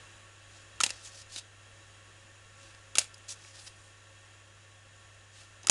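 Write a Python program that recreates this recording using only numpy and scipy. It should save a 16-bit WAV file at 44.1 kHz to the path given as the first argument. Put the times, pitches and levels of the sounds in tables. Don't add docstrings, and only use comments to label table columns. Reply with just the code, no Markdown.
import sys
import numpy as np
from scipy import signal
from scipy.fft import rfft, irfft
from scipy.io import wavfile
from scipy.ndimage import uniform_filter1d

SR = 44100
rng = np.random.default_rng(int(sys.argv[2]) if len(sys.argv) > 2 else 0)


def digitize_waveform(pressure):
    field = np.atleast_2d(pressure).T
    bounded = np.clip(field, -1, 1)
    quanta = np.round(bounded * 32767).astype(np.int16)
    wavfile.write(sys.argv[1], SR, quanta)


N = 251728
TIME = np.arange(N) / SR

# (frequency [Hz], level [dB])
FRICTION_COLOUR = [(150, -30), (700, -9.5), (1800, -7), (2600, -0.5), (3600, 2), (5500, 3), (7500, 2.5),
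                   (10000, 0), (12000, -8.5)]
# (centre [Hz], width [Hz], lift [dB])
FRICTION_MODES = [(3800, 720, 0), (6240, 2100, 2)]


def undb(db):
    return 10 ** (np.asarray(db) / 20)


def unit(x):
    return x / np.sqrt(np.mean(x ** 2))


def add(track, s, sound):
    start = int(s * SR)
    part = sound[:max(len(track) - start, 0)]
    track[start:start + len(part)] += part


def fade(t, t60):
    return np.exp(-np.log(1000) * t / t60)


def response(colour, modes=(), tilt_db=0, size=8192):
    hz = np.maximum(np.arange(size // 2 + 1) * SR / size, 1)
    knots, levels = np.transpose(colour)
    db = np.interp(np.log(hz), np.log(knots), levels) + tilt_db * np.log2(np.maximum(hz, 1000))
    for centre, width, lift in modes:
        db = db + lift / (1 + (2 * (hz - centre) / width) ** 2)
    cepstrum = irfft(np.log(undb(db)))[:size // 2]
    cepstrum[0] = 0
    impulse = irfft(np.exp(rfft(2 * cepstrum, size)))[:size // 2]
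    return impulse / np.sqrt(np.sum(impulse ** 2))


def through(x, impulse):
    return signal.fftconvolve(x, impulse)[:len(x)]


def walk(rate_hz):
    steps = rng.standard_normal(int(N / SR * rate_hz) + 2)
    return np.interp(TIME * rate_hz, np.arange(len(steps)), steps)


def scatter(envelope, smooth_hz, crack=0):
    size = len(envelope)
    echoes = rng.standard_normal(size) * envelope
    echoes[0] += crack
    spectrum = rfft(echoes, 2 * size)
    power = uniform_filter1d(np.abs(spectrum) ** 2, int(2 * size * smooth_hz / SR) + 1)
    echoes = irfft(spectrum / np.sqrt(power))[:size]
    return echoes / np.sqrt(np.sum(echoes ** 2))


def mains_hum(hz=99.8, level_db=-60.5):
    return np.sqrt(2) * np.sin(2 * np.pi * hz * TIME) * undb(level_db)


def fan(gain_db=1.5, waver_db=0.5, whine_hz=1803, wander_hz=6, whine_db=-77):
    # (frequency [Hz], level [dB])
    air_colour = [(25, 6), (60, 12), (90, 0.5), (135, 4), (220, -2), (600, 1.5), (900, -1), (1600, -1),
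                  (2100, -1), (3000, -0.5), (4400, -6), (7000, -4), (10000, -11), (12000, -17.5)]
    # (centre [Hz], width [Hz], lift [dB])
    housing_modes = [(334.8, 18, 7), (545.3, 23, 11), (1116, 41, 11.5), (1358, 30, 10.5), (1621, 240, 6),
                     (1819, 110, 9), (2686, 230, 7), (3280, 88, 8), (3900, 59, 8.5), (6650, 74, 5),
                     (6990, 110, 9), (9680, 180, 7)]
    # (time [s], level before gain_db [dB])
    air_levels = [(0.0, -55), (0.3, -57.5), (3.2, -58), (4.3, -59.5)]
    s, db = np.transpose(air_levels)
    air = unit(through(rng.standard_normal(N), response(air_colour, housing_modes)))
    air *= undb(np.interp(TIME, s, db) + gain_db + waver_db * walk(rate_hz=6))
    cycles = np.cumsum(whine_hz + wander_hz * walk(rate_hz=7.3)) / SR
    return air + undb(whine_db) * np.sqrt(2) * np.sin(2 * np.pi * cycles)


def room(x, build_s=0.0027, early_t60_s=0.061, early_db=-20, late_t60_s=0.17, late_db=-14.5):
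    # (frequency [Hz], level [dB])
    echo_colour = [(200, 6.3), (2000, 4.5), (5000, 1.8), (10000, -0.5)]
    t = np.arange(SR // 2) / SR
    build = 1 - np.exp(-t / build_s)
    early = undb(early_db) * scatter(build * fade(t, early_t60_s), smooth_hz=227)
    late = undb(late_db) * scatter(build * fade(t, late_t60_s), smooth_hz=60)
    return through(x, through(early + late, response(echo_colour)))


def paper_grains(grain_db=3, catch_db=1.9, catch_hz=220):
    noise = rng.standard_normal(N)
    roughness_db = grain_db * rng.standard_normal(N) + catch_db * walk(catch_hz)
    return unit(noise * undb(roughness_db))


def stroke(peak_s, rise_s, fall_s, speed_exponent=1.36):
    ramp = np.interp(TIME, [peak_s - rise_s, peak_s, peak_s + fall_s], [0, 1, 0])
    speed = np.sin(np.pi / 2 * ramp)
    return speed ** speed_exponent


def swishes(grains, half_swing_s=0.1, tilt_db=-3.6):
    # (fastest moment [s], level [dB])
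    swings = [(0.56, -60), (2.65, -58), (5.395, -56)]
    swish = through(grains, response(FRICTION_COLOUR, FRICTION_MODES, tilt_db))
    return swish * sum(undb(db) * stroke(s, half_swing_s, half_swing_s) for s, db in swings)


def slides(grains, ring_width_hz=1800, ring_lift_db=4.5):
    # (fastest moment [s], level [dB], speeding up [s], slowing down [s], tilt [dB/octave], ring [Hz])
    strokes = [ (0.93, -54.5, 0.02, 0.19, -3.5, 5000), (1.055, -48.5, 0.035, 0.057, 0.5, 6500),
               (1.211, -50, 0.14, 0.024, 0, 5200), (1.362, -47, 0.085, 0.04, -0.5, 4750),
               (1.39, -38.5, 0.02, 0.012, 0, 3770), (3.297, -38.5, 0.018, 0.055, 1, 6500),
               (3.47, -57.5, 0.15, 0.11, -0.5, 5500), (3.585, -52, 0.058, 0.056, -2, 4900),
               (3.64, -55, 0.047, 0.085, 2.5, 9300), (3.676, -46.5, 0.019, 0.013, -3.5, 5560),
               (3.85, -64, 0.18, 0.098, 1, 9300)]
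    out = np.zeros(N)
    for s, db, rise_s, fall_s, tilt_db, ring_hz in strokes:
        ring = (ring_hz, ring_width_hz, ring_lift_db)
        hiss = through(grains, response(FRICTION_COLOUR, FRICTION_MODES + [ring], tilt_db))
        out += undb(db) * stroke(s, rise_s, fall_s) * hiss
    return out


def puffs(rise_s=0.0001, size=256):
    # (time [s], peak [dB])
    flat_landings = [(0.837, -43), (2.9841, -21), (5.6971, -14.5)]
    out = np.zeros(N)
    age = np.arange(size) / SR / rise_s
    for s, db in flat_landings:
        add(out, s, -undb(db) * age * np.exp(1 - age))
    return out


def flexes(hz=1303, rise_s=0.0025, steepness=3, size=1024):
    # (time [s], peak [dB])
    edge_landings = [(0.8053, -19.5), (2.9558, -34), (5.6716, -32)]
    out, t = np.zeros(N), np.arange(size) / SR
    age = t / rise_s
    bend = (age * np.exp(1 - age)) ** steepness * np.sin(2 * np.pi * hz * t)
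    for s, db in edge_landings:
        add(out, s, undb(db) * bend)
    return out


def contacts(gain_db=2.0, ring_width_hz=770, ring_lift_db=2.5, smother_per_db=0.23, size=4096):
    # (time [s], level before gain_db [dB], t60 [ms], tilt [dB/octave], ring [Hz])
    hits = [ (0.804, -21.5, 15, -1, 3750), (0.8108, -18.5, 13.4, -0.5, 6900), (0.8353, -15.5, 32, 0, 3120),
            (0.84, -20.5, 12, 2.5, 5050), (0.8634, -24, 19, -1, 3780), (0.893, -37.5, 48, 0.5, 2670),
            (0.9048, -26.5, 16, -1.5, 5140), (1.361, -35, 33, -1.5, 3900), (2.748, -48.5, 14, -5, 4670),
            (2.9542, -26, 31, -0.5, 3470), (2.9717, -34.5, 40, -3, 9100), (2.9841, -8, 11, 1.5, 8250),
            (2.9870, -16, 10, 1.5, 6700), (2.9924, -16.5, 10, 3, 4950), (3.015, -32.5, 13, -2.5, 4300),
            (3.0428, -41, 9.2, -1, 8500), (3.1422, -44, 21, 2.5, 5000), (3.1800, -52, 25, 12, 6400),
            (3.4484, -47, 15, -8, 2160), (5.6324, -46.5, 26, -2, 6200), (5.6418, -49, 21, -11, 3700),
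            (5.6474, -46.5, 21, -9, 5000), (5.6705, -18.5, 10.5, 1.5, 7260),
            (5.6850, -29.5, 19, -3.5, 5300), (5.6968, -7.5, 16.4, 1, 6900)]
    # (frequency [Hz], level [dB])
    card_colour = [(60, -39), (220, -9), (700, -7), (1400, -5.5), (2600, 0), (5000, -0.5), (7000, 3.5),
                   (10000, -3), (12000, -9)]
    # (centre [Hz], width [Hz], lift [dB])
    card_modes = [(2720, 310, 4.5), (3200, 75, 1), (3820, 280, 1), (5010, 270, 6), (6050, 190, 0.5),
                  (6530, 120, 5.5), (7820, 200, -0.5), (8200, 290, 0.5), (10000, 160, 7.5)]
    direct, around, t = np.zeros(N), np.zeros(N), np.arange(size) / SR
    for s, db, t60_ms, tilt_db, ring_hz in hits:
        decay = fade(t, t60_ms / 1000)
        chatter = scatter(decay, smooth_hz=960, crack=2.44)
        force = undb(db + gain_db) * np.sqrt(np.sum(decay ** 2)) * chatter
        ring = (ring_hz, ring_width_hz, ring_lift_db - smother_per_db * db)
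        add(direct, s, through(force, response(card_colour, card_modes + [ring], tilt_db)))
        add(around, s, through(force, response(card_colour, tilt_db=tilt_db)))
    return direct, around


def scene(flex_send_db=-8):
    snaps, around = contacts()
    grains = paper_grains()
    rubbing = slides(grains) + swishes(grains)
    bends = flexes()
    echo = room(around + rubbing + undb(flex_send_db) * bends)
    return (snaps + rubbing + bends + puffs() + echo + fan() + mains_hum())[None]


def record(dry, ceiling=0.88, shelf_db=-13, top_hz=12100):
    rounded = ceiling * np.tanh(dry / ceiling)
    edges_hz = [0, 10300, 11100, SR / 2]
    shelf = signal.firwin2(129, edges_hz, [1, 1, undb(shelf_db), undb(shelf_db)], fs=SR)
    dulled = signal.fftconvolve(rounded, shelf[None], mode="same")
    lowpass = signal.ellip(8, .2, 80, top_hz, fs=SR, output="sos")
    return signal.sosfilt(lowpass, dulled)


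dry = scene()
out = record(dry)
digitize_waveform(out)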